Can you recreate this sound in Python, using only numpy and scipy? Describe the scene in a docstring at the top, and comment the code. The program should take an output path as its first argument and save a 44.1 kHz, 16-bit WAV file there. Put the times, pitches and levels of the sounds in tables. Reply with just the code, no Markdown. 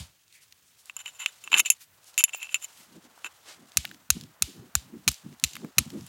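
"""A hand-held steel plate is dragged over a flint, loosely held so that it rings, then struck down on it seven
times in a firm grip. Damped plate modes and a dull stone crack answer stick-slip force. The tail of an earlier
blow opens the scene; each blow sends a jolt, a puff of air and a shower of grit. Chips tick, low knocks fall
among them, skin and sleeve rustle and rub, one faint very high squeak sounds, gusts buffet: shaped noise bands
over a faint outdoor hiss."""
import sys
import numpy as np
from scipy import signal
from scipy.fft import rfft, irfft
from scipy.io import wavfile
from scipy.ndimage import uniform_filter1d, minimum_filter1d

SR = 44100
rng = np.random.default_rng(int(sys.argv[2]) if len(sys.argv) > 2 else 0)


def master_out(mix):
    """Clip the mix to full scale and print it as 16-bit PCM to the path in sys.argv[1]."""
    frames = np.transpose(np.atleast_2d(mix))
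    ceiling = np.clip(frames, -1, 1)
    pcm = np.round(ceiling * 32767).astype(np.int16)
    wavfile.write(sys.argv[1], SR, pcm)


N = 268260
T = np.arange(N) / SR


def undb(db):
    """Amplitude ratio of a level in dB."""
    return 10 ** (np.asarray(db) / 20)


def level(x, db):
    """Scale x to an RMS level."""
    return x * undb(db) / np.sqrt(np.mean(x ** 2))


def peak(x, db):
    """Scale x to a peak level."""
    return x * undb(db) / np.max(np.abs(x))


def band(x, lo_hz, hi_hz):
    """Butterworth band-pass."""
    sos = signal.butter(2, [lo_hz, min(hi_hz, SR / 2.2)], "bandpass", fs=SR, output="sos")
    return signal.sosfilt(sos, x)


def add(out, start_s, x):
    """Mix x in from start_s on, cut at both ends of the scene."""
    i = int(start_s * SR)
    x = x[max(-i, 0):N - i]
    out[max(i, 0):max(i, 0) + len(x)] += x


def coloured(points, size=N):
    """Noise of unit RMS with a spectrum given as (Hz, dB) points."""
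    hz, db = np.transpose(points)
    bin_hz = np.arange(size // 2 + 1) * SR / size + 1
    gain = undb(np.interp(np.log(bin_hz), np.log(hz), db))
    return level(irfft(rfft(rng.standard_normal(size)) * gain, size), 0)


def walk(rate_hz):
    """Random levels, rate_hz new ones a second, joined by straight slopes; spread just under 1."""
    hold = int(SR / rate_hz)
    steps = np.repeat(rng.standard_normal(N // hold + 1), hold)
    return uniform_filter1d(steps, hold)[:N]


def swell(rise_s, fall_s, fade_db, shape):
    """Gain that climbs to 1 in rise_s and sinks again in fall_s (2 ms at least), fade_db down at both ends."""
    rise_s, fall_s = max(rise_s, 0.002), max(fall_s, 0.002)
    t = np.arange(-rise_s, fall_s, 1 / SR)
    return undb(-fade_db * np.where(t < 0, -t / rise_s, t / fall_s) ** shape)


def slips(size, spread_db):
    """Stick-slip force: dense clicks of very uneven size, unit RMS."""
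    return level(rng.standard_normal(size) * undb(spread_db * rng.exponential(size=size)), 0)


# Plate modes. Each row: frequency in Hz, relative level in loose grip in dB, relative level in firm
# grip in dB, t60 in loose grip in seconds.
PLATE_MODES = [(1286, -27.5, -2.5, 0.1), (2170, -22.5, -10.5, 0.072), (2670, 8.5, 7.5, 0.035),
               (2960, -6, -85, 0.044), (3023, -11, 2.5, 0.021), (3560, -10.5, 0, 0.033),
               (3837, -18.5, 3, 0.03), (4070, -22.5, 15, 0.029), (5600, -19.5, -3, 0.0083),
               (5950, -25, -3, .025), (6496, -8, -1, 0.037), (7144, 6.5, 3, 0.024),
               (8444, -18, -1.5, 0.011), (9200, -7.5, -5, 0.02), (10840, -27, -9.5, 0.054),
               (11234, -8.5, -13.5, 0.042), (13500, -31.5, -6, 0.025), (15000, -17, -35, .025),
               (15650, -21, -32, .025)]
BEND_TOP_HZ = 4800  # splits low modes from high
MAIN_RING_LO_HZ, MAIN_RING_HI_HZ = 2500, 2850
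SPOT_DB, SPOT_DETUNE = 2.0, 0.003  # spread between contact spots: level, frequency ratio


def rings(firm, grip, damp_db=0, crunch_hz=1250, size=3000):
    """Impulse responses of low modes, high modes and stone at one contact spot; grip scales ring time."""
    t = T[:size]
    hz, loose_db, firm_db, t60_s = np.transpose(PLATE_MODES)[:, :, None]
    # every spot shares the force a little differently among the modes and detunes them slightly
    db = (firm_db if firm else loose_db) + SPOT_DB * rng.standard_normal(hz.shape)
    db = db - damp_db * ((hz > MAIN_RING_LO_HZ) & (hz < MAIN_RING_HI_HZ))
    spot_hz = hz * (1 + SPOT_DETUNE * rng.standard_normal(hz.shape))
    decay = np.exp(-np.log(1000) * t / (t60_s * max(grip, 0.05)))
    modes = undb(db) * np.sin(2 * np.pi * spot_hz * t) * decay
    low = hz[:, 0] < BEND_TOP_HZ
    # the many small modes between the named ones merge into a broad snap
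    snap = rng.standard_normal(size) * np.exp(-t / 0.00055)
    bend = band(modes[low].sum(axis=0) + undb(-21.5) * snap, 1900, 3900)
    edge = band(modes[~low].sum(axis=0) + undb(-2.0) * band(snap, 2700, 8400), 6000, 16000)
    # the stone is dead: a dull crack of a millisecond or two
    crack = rng.standard_normal(size) * np.exp(-t / 0.00042)
    crack = band(crack, crunch_hz / 1.3, crunch_hz * 1.33)
    crack = band(crack, crunch_hz / 3.4, crunch_hz * 2.1)
    return bend, edge, crack


FIRM_GRIP = 0.27  # share of ring time left when fingers clamp the plate
JOLT_LAG_S = 0.0034  # travel through arm and mount


def aftermath(jolt_db, jolt_hz, grit_db, grit_t60_s):
    """After a blow: a jolt through the mount that sinks in pitch, and a shower of fine grit."""
    t = T[:SR // 2]
    late = np.maximum(t - JOLT_LAG_S, 0)
    # starts near three times jolt_hz and settles to it
    turns = jolt_hz * (late + 0.013 * (1 - np.exp(-late / 0.0066)))
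    jolt_gain = (late / 0.008) ** 2 * np.exp(-late / 0.0064)
    jolt = peak(-np.sin(2 * np.pi * turns) * jolt_gain, jolt_db)
    grains = slips(len(t), spread_db=2.5)
    on_plate = signal.fftconvolve(grains, rings(True, FIRM_GRIP)[1])[:len(t)]
    shower = level(band(grains, 2460, 6300), grit_db) + level(on_plate, grit_db - 6.5)
    return jolt + shower * np.exp(-np.log(1000) * t / grit_t60_s)


# Hard blows. Each row: start in seconds, peak levels of the low-mode, high-mode and stone responses in dB,
# stone crunch centre in Hz, skid length in seconds, skid force against the crack in dB,
# jolt peak in dB, jolt resting pitch in Hz, grit shower level in dB, shower t60 in seconds.
BLOWS = [(3.7715, -5.5, 3.5, -22, 1455, 0.0043, -26.5, -34, 61.9, -40, 0.41),
         (4.1033, -1, 8.5, -12.5, 1526, 0.0057, -36.5, -32, 62, -41.5, 0.42),
         (4.4228, -7, 3, -24, 1686, 0.0046, -29, -36, 59.8, -42, 0.49),
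         (4.753, -12, 0.5, -15.5, 1520, 0.0065, -37, -30, 61.6, -43, 0.31),
         (5.0783, -11, -3.5, -18.5, 1980, 0.012, -22, -31, 60, -37.5, 0.33),
         (5.439, -5.5, -2, -24, 2406, 0.0081, -27, -36, 60.7, -43.5, 0.71),
         (5.7832, -8, -2, -12.5, 1960, 0.006, -19, -32.5, 63.4, -35.5, 0.2)]
THUD_DB, THUD_DECAY_S = -13.5, 0.001  # stone in the hand; level against the crunch


def striking():
    """Firm blows: an impulse plus a short stick-slip skid excite plate and stone, then the aftermath."""
    out, t = np.zeros(N), T[:2000]
    # a blow just before the start still dies away
    add(out, 0, aftermath(jolt_db=-35.5, jolt_hz=68, grit_db=-43, grit_t60_s=0.24))
    for start_s, low_db, high_db, crunch_db, crunch_hz, skid_s, skid_db, *after in BLOWS:
        skid_gate = 1 / (1 + np.exp(np.clip((t - skid_s) / 0.001, -40, 40)))
        force = slips(len(t), spread_db=3.0) * undb(skid_db) * np.exp(-t / 0.06) * skid_gate
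        force[0] = 1  # the crack
        responses = rings(True, FIRM_GRIP, crunch_hz=crunch_hz)
        for ring, db in zip(responses, (low_db, high_db, crunch_db)):
            add(out, start_s, signal.fftconvolve(force, peak(ring, db)))
        thud = band(rng.standard_normal(len(t)) * np.exp(-t / THUD_DECAY_S), 250, 1300)
        add(out, start_s, signal.fftconvolve(force, peak(thud, crunch_db + THUD_DB)))
        add(out, start_s, aftermath(*after))
    return out


# Hands and sleeve. Each row: time in seconds, skin level in dB, sleeve level in dB.
RUSTLE_LEVELS = [(0.0, -69, -55.5), (0.41, -64.5, -125), (0.8, -65.5, -73.5), (1.27, -58.5, -64),
                 (1.5, -56.5, -68), (1.681, -53, -59.5), (1.83, -69.5, -83.5), (2.08, -61.5, -65.5),
                 (2.301, -59, -63), (2.609, -57, -65), (3.1, -62, -63.5), (3.7, -61.5, -62),
                 (4.1, -67, -67.5), (4.699, -66.5, -63.5), (5.28, -62, -66), (5.7, -69.5, -63),
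                 (5.881, -54, -60), (6.08, -56.5, -64.5)]
# Skin hiss spectrum. Each row: frequency in Hz, relative density in dB per Hz.
SKIN_SPECTRUM = [(180, -39.5), (300, -11), (462, -22.5), (713, -6.5), (2210, -8), (2700, -2.5),
                 (5160, -5.5), (7080, -4.5), (16000, -16.5)]


def rustle():
    """Skin on stone hisses in grains; the sleeve swishes lower."""
    time_s, skin_db, sleeve_db = np.transpose(RUSTLE_LEVELS)
    skin = band(coloured(SKIN_SPECTRUM), 1500, 18000) * undb(2.7 * walk(120) + 0.56 * walk(32))
    sleeve = band(rng.standard_normal(N), 500, 1700) * undb(1.8 * walk(39))
    skin = level(skin, 0) * undb(np.interp(T, time_s, skin_db))
    sleeve = level(sleeve, 0) * undb(np.interp(T, time_s, sleeve_db))
    return skin + sleeve


# Gusts of air and cloth at the microphone as the arm moves. Each row: top in seconds, rise in seconds,
# fall in seconds, level at the top before the lumps in dB, centre in Hz.
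ARM_GUSTS = [(0.005, 0.024, .1, -45.5, 114), (1.474, 0.06, 0.023, -65, 285), (1.55, 0.05, 0.085, -43, 333),
             (1.572, 0.043, .06, -62, 110), (1.715, .015, .04, -64.5, 110.7),
             (2.811, 0.055, 0.073, -59.5, 240), (2.975, 0.11, 0.046, -47, 239),
             (3.05, 0.048, 0.2, -60, 257), (3.252, 0.022, 0.044, -56, 350), (3.631, 0.12, 0.11, -55.5, 245),
             (3.861, .05, 0.067, -47.5, 158), (3.91, 0.084, 0.16, -53.5, 222),
             (4.168, 0.022, 0.035, -31.5, 188), (4.21, 0.083, 0.12, -44, 190),
             (4.484, .02, 0.068, -48.5, 249), (4.567, 0.035, 0.034, -48, 246),
             (4.599, 0.028, 0.047, -38, 148), (4.629, 0.099, 0.085, -43.5, 239),
             (4.87, 0.11, 0.06, -50.5, 182), (4.939, 0.081, .12, -41, 210.5),
             (5.262, 0.031, 0.11, -40, 185), (5.602, 0.1, 0.061, -46, 210), (5.644, 0.033, 0.068, -35, 261),
             (5.865, 0.024, 0.064, -39.5, 168), (5.954, 0.047, 0.069, -36.5, 257),
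             (6.02, 0.12, 0.092, -45.5, 153)]
GUST_FADE_DB, GUST_SHAPE = 23, 0.96
GUST_WIDTH, GUST_SKIRT = 1.56, 10  # band edge to centre ratio; softer slope below the centre, ratio
GUST_SWISH_DB = -22  # cloth swish against the gust
# every blow also puffs air; puff level is set against the blow's skid force in dB
PUFF_RISE_S, PUFF_FALL_S, PUFF_DB, PUFF_HZ = 0.012, 0.05, -11, 156.5


def flutter():
    """Low lumpy buffeting: each gust is swelling noise in its own narrow band, with a faint swish."""
    out = np.zeros(N)
    puffs = []
    for start_s, _low_db, _high_db, _crunch_db, _crunch_hz, _skid_s, skid_db, *_after in BLOWS:
        puffs.append((start_s, PUFF_RISE_S, PUFF_FALL_S, skid_db + PUFF_DB, PUFF_HZ))
    lumps = undb(3.2 * walk(35))
    for top_s, rise_s, fall_s, db, hz in list(ARM_GUSTS) + puffs:
        shape = swell(rise_s, fall_s, GUST_FADE_DB, GUST_SHAPE)
        noise = band(rng.standard_normal(SR // 2), hz / GUST_SKIRT, hz * GUST_WIDTH)
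        noise = band(noise, hz / GUST_WIDTH, hz * GUST_WIDTH)
        swish = band(rng.standard_normal(SR // 2), 410, 1300)
        gust = level(noise, db) + level(swish, db + GUST_SWISH_DB)
        add(out, top_s - rise_s, gust[-len(shape):] * shape)
    return out * lumps


# Outdoor hiss spectrum. Each row: frequency in Hz, relative density in dB per Hz.
AIR_SPECTRUM = [(25, -26), (50, -8.5), (90, 2.5), (250, -7), (500, -11), (1000, -9.5), (2000, -8.5),
                (5000, -22.5), (12000, -14), (16500, -9)]
AIR_DB = -66


def air():
    """Outdoor hiss: coloured noise that breathes a little."""
    return coloured(AIR_SPECTRUM) * undb(AIR_DB + 2.0 * walk(7.5))


# Chips, grit and several low knocks (about 700 Hz to 1 kHz). Each row: start in seconds, ring peak in dB, ring
# centre in Hz.
CHIPS_AND_KNOCKS = [(0.28, -48, 4500), (0.326, -42.5, 4000), (0.524, -37.5, 3170), (0.857, -39, 7500),
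                    (1.384, -55, 7200), (2.043, -44, 6750), (2.135, -54, 6650), (2.142, -41, 4300),
                    (2.346, -29, 760), (3.177, -44, 915), (3.719, -38.5, 4000), (3.847, -33, 1000),
                    (3.852, -18.5, 1970), (3.876, -40, 2120), (3.892, -41, 3570), (3.913, -33, 1940),
                    (3.945, -40, 3410), (4.211, -30.5, 4660), (4.237, -37.5, 4180), (5.116, -25, 6780),
                    (5.129, -37, 7230), (5.143, -30.5, 5900), (5.327, -42.5, 3070), (5.347, -52, 856),
                    (5.398, -34.5, 5800), (5.534, -30.5, 4230), (5.554, -24.5, 2670), (5.566, -26.5, 1510),
                    (5.618, -45, 710), (5.647, -36, 730), (5.903, -32, 3530), (6.01, -39, 4170),
                    (6.054, -57, 861), (6.065, -36, 7460)]
CHIP_CLICK_DB = -4  # click against ring


def chips_and_knocks():
    """Dry ticks and low knocks: a broad click and a few cycles of ring, both decaying noise."""
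    out, t = np.zeros(N), T[:600]
    for start_s, db, hz in CHIPS_AND_KNOCKS:
        click = band(rng.standard_normal(len(t)) * np.exp(-t / 0.0009), 1070, 18000)
        ring = band(rng.standard_normal(len(t)) * np.exp(-t / 0.0017), 0.65 * hz, 1.76 * hz)
        add(out, start_s, peak(ring, db) + peak(click, db + CHIP_CLICK_DB))
    return out


# Soft rubs of skin or cloth, and one faint very high squeak (14.8 to 15.6 kHz). Each row: middle in seconds,
# length between 1/e points in seconds, noise level before the bell in dB, lowest Hz, highest Hz.
RUBS_AND_SQUEAK = [(0.353, 0.048, -56.5, 2500, 11700), (0.367, 0.09, -60.5, 1880, 2600),
                   (0.683, .07, -64.5, 5560, 9600), (0.88, 0.057, -57.5, 1000, 11000),
                   (0.432, 0.037, -57, 1800, 11800), (0.803, 0.053, -58, 2520, 12000),
                   (1.823, 0.05, -50, 1500, 15000), (2.086, 0.059, -53.5, 2900, 11900),
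                   (2.376, 0.034, -45.5, 14800, 15600), (2.801, 0.11, -55.5, 1010, 13400),
                   (3.501, 0.087, -46, 445, 7376), (5.989, 0.095, -67, 984, 12000)]


def rubs_and_squeak():
    """Short swells of grainy band noise under a bell-shaped gain; the narrowest, highest band squeaks."""
    out = np.zeros(N)
    grain = undb(2.0 * walk(147)[:SR // 2])  # shared by all rows
    t = T[:SR // 2] - 0.25
    for middle_s, length_s, db, lo_hz, hi_hz in RUBS_AND_SQUEAK:
        noise = rng.standard_normal(SR // 2) * grain
        bell = np.exp(-4 * (t / length_s) ** 2)
        add(out, middle_s + t[0], level(band(noise, lo_hz, hi_hz), db) * bell)
    return out


# The edge catches on the stone. Each row: start in seconds, peak levels of the low-mode, high-mode and
# stone responses in dB, share of ring time.
EDGE_CATCHES = [(0.8971, -25.5, -39.5, -38.5, 0.34), (0.9657, -33.5, -23.5, -40, 0.71),
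                (0.9908, -46, -37, -45, 0.77), (1.0156, -51, -38, -53, 0.68),
                (1.0596, -23, -29.5, -39, 0.15), (1.0795, -33, -36, -54, 0.51), (1.2173, -28, -49, -54, 1),
                (1.2608, -8, -17.5, -28, 0.21), (1.4394, -34, -34, -53, 0.84),
                (1.4754, -26.5, -39, -32, 0.55), (1.5202, -25.5, -36, -33.5, 0.62),
                (1.5296, -9, -23.5, -16.5, 1), (1.5416, 2, -16, -19.5, 0.52),
                (1.5477, -15.5, -21.5, -22, 0.76), (1.5647, -17, -25, -28.5, 0.85),
                (1.583, -15, -9, -45, 0.35), (1.5944, -31, -10, -22, 0.46), (1.5984, -8.5, -26, -35, 0.6),
                (1.6585, -17, -26.5, -40.5, 0.54), (1.6606, -22, -18, -41.5, 0.45),
                (1.702, -9.5, 3, -52.5, 0.78), (1.7181, -29.5, -26, -52, 0.57),
                (2.1786, -10.5, -7.5, -42, 0.99), (2.1861, -21, -13, -50, 0.85),
                (2.2041, -24, -33, -37.5, 0.78), (2.2087, -22, -27.5, -39.5, 1),
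                (2.239, -10.5, -0.5, -36, 0.89), (2.2815, -33, -65, -44, 0.59),
                (2.2934, -30, -51, -48, 0.6), (2.334, -25, -37, -48, 1), (2.348, -40, -52, -48, 0.51),
                (2.4291, -25, -28, -61, 0.72), (2.4697, -37, -47, -48, 0.48), (2.5441, -10, -14, -33.5, 1),
                (2.5528, -22, -30.5, -59, 0.56), (2.6254, -39, -32, -53.5, 0.51),
                (2.6444, -42, -26, -69, 0.78), (3.245, -22, -33, -29, 0.57)]
# The edge drags, pressure rising and easing off. Each row: top in seconds, rise in seconds,
# fall in seconds, low-mode, high-mode and stone levels at the top in dB, damping of the main ring in dB.
EDGE_RASPS = [(0.972, .005, 0.023, -53, -64, -52, 11), (1.006, 0.032, 0.02, -43, -42, -53, 14),
              (1.06, 0.0099, .03, -40, -53, -60, 23), (1.085, 0.054, 0.027, -43.5, -43.5, -53.5, 16),
              (1.16, 0.046, 0.024, -59, -52, -66, 8), (1.2, 0.015, 0.081, -38.5, -38, -45, 13),
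              (1.224, 0.037, 0.052, -40.5, -52, -48.5, 9), (1.269, .004, 0.0051, -43, -56, -58, 8),
              (1.287, .04, 0.025, -43.5, -47, -55, 20), (1.444, .014, .03, -67, -52, -65, 4),
              (1.469, 0.032, .02, -51.5, -55, -57, 7), (1.518, 0.0052, .02, -28, -41, -35.5, 5),
              (1.526, 0.0087, 0.0091, -27, -35, -38.5, 3), (1.553, 0.0047, 0.022, -32.5, -35.5, -31.5, 2.5),
              (1.575, .016, 0.036, -24, -28, -33.5, 9), (1.6, 0.035, 0.014, -20, -18.5, -38, 8.5),
              (1.652, .005, .02, -33.5, -35, -50, 7.5), (1.665, 0.014, 0.025, -28, -28.5, -63, 6),
              (1.717, 0.0069, 0.023, -37.5, -30, -60.5, 8.5), (2.189, 0.0052, .04, -27.5, -21.5, -45.5, 2),
              (2.209, 0.028, 0.0085, -29, -30, -49, 3), (2.248, 0.0047, 0.0092, -30, -33, -63, 4.5),
              (2.296, 0.051, 0.0073, -50, -44.5, -58, 3.5), (2.341, 0.019, 0.038, -36.5, -37, -58, -11),
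              (2.429, 0.064, 0.058, -37.5, -44, -54, -4), (2.492, 0.014, .04, -47.5, -65, -68, 0),
              (2.529, 0.042, 0.011, -43, -43.5, -63, 9), (2.554, 0.0025, 0.03, -32, -37, -50, -2),
              (2.62, 0.014, .03, -52, -52, -62, 14), (2.648, 0.048, 0.011, -43, -38, -60, 15),
              (3.248, .006, 0.035, -43.5, -44, -48.5, 5), (3.266, 0.027, 0.014, -34.5, -39.5, -43, 6.5)]
CONTACT_GRIP = 0.69  # share of ring time left while the edge lies on the stone
RASP_FADE_DB, RASP_SHAPE = 28.5, 1.38  # drop from top to either end; 1 = pointed top, more = rounder


def scraping():
    """Loosely held plate dragged over the stone: stick-slip rasps and sharp catches ring plate and stone."""
    out = np.zeros(N)
    for start_s, *dbs, grip in EDGE_CATCHES:
        # grains crumble for a few milliseconds after the bite
        force = slips(600, spread_db=0.0) * undb(-29) * np.exp(-T[:600] / 0.0041)
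        force[0] = 1
        response = sum(peak(ring, db) for ring, db in zip(rings(False, grip), dbs))
        add(out, start_s, signal.fftconvolve(force, response))
    for top_s, rise_s, fall_s, *dbs, damp_db in EDGE_RASPS:
        pressure = swell(rise_s, fall_s, RASP_FADE_DB, RASP_SHAPE)
        force = pressure * slips(SR // 4, spread_db=3.5)[:len(pressure)]
        for ring, db in zip(rings(False, CONTACT_GRIP, damp_db), dbs):
            unit_ring = ring / np.sqrt(np.sum(ring ** 2))
            add(out, top_s - rise_s, undb(db) * signal.fftconvolve(force, unit_ring))
    return out


def scene():
    """All layers in one channel."""
    near = scraping() + striking() + chips_and_knocks()
    # the table top below sends a duller copy back
    table = np.pad(band(near, 370, 9000), (int(0.0013 * SR), 0))[:N]
    return (near + undb(-25) * table + rustle() + rubs_and_squeak() + flutter() + air())[None]


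TOP_HZ, LIMIT = 16300, 0.97  # microphone top; limiter ceiling, full scale = 1


def record(dry):
    """The microphone drops deepest bass and top, a quick limiter holds peaks, the top is cut once more."""
    bass_cut = signal.butter(2, 40, "highpass", fs=SR, output="sos")
    top_cut = signal.ellip(10, 0.1, 80, TOP_HZ, fs=SR, output="sos")
    x = signal.sosfilt(top_cut, signal.sosfilt(bass_cut, dry))
    allowed = minimum_filter1d(np.minimum(1, LIMIT / (np.abs(x) + 1e-9)), size=61)
    x = x * uniform_filter1d(allowed, size=31)
    # forward and backward: no phase shift
    last_cut = signal.ellip(6, 0.1, 40, TOP_HZ + 400, fs=SR, output="sos")
    return signal.sosfiltfilt(last_cut, x)


dry = scene()
out = record(dry)
master_out(out)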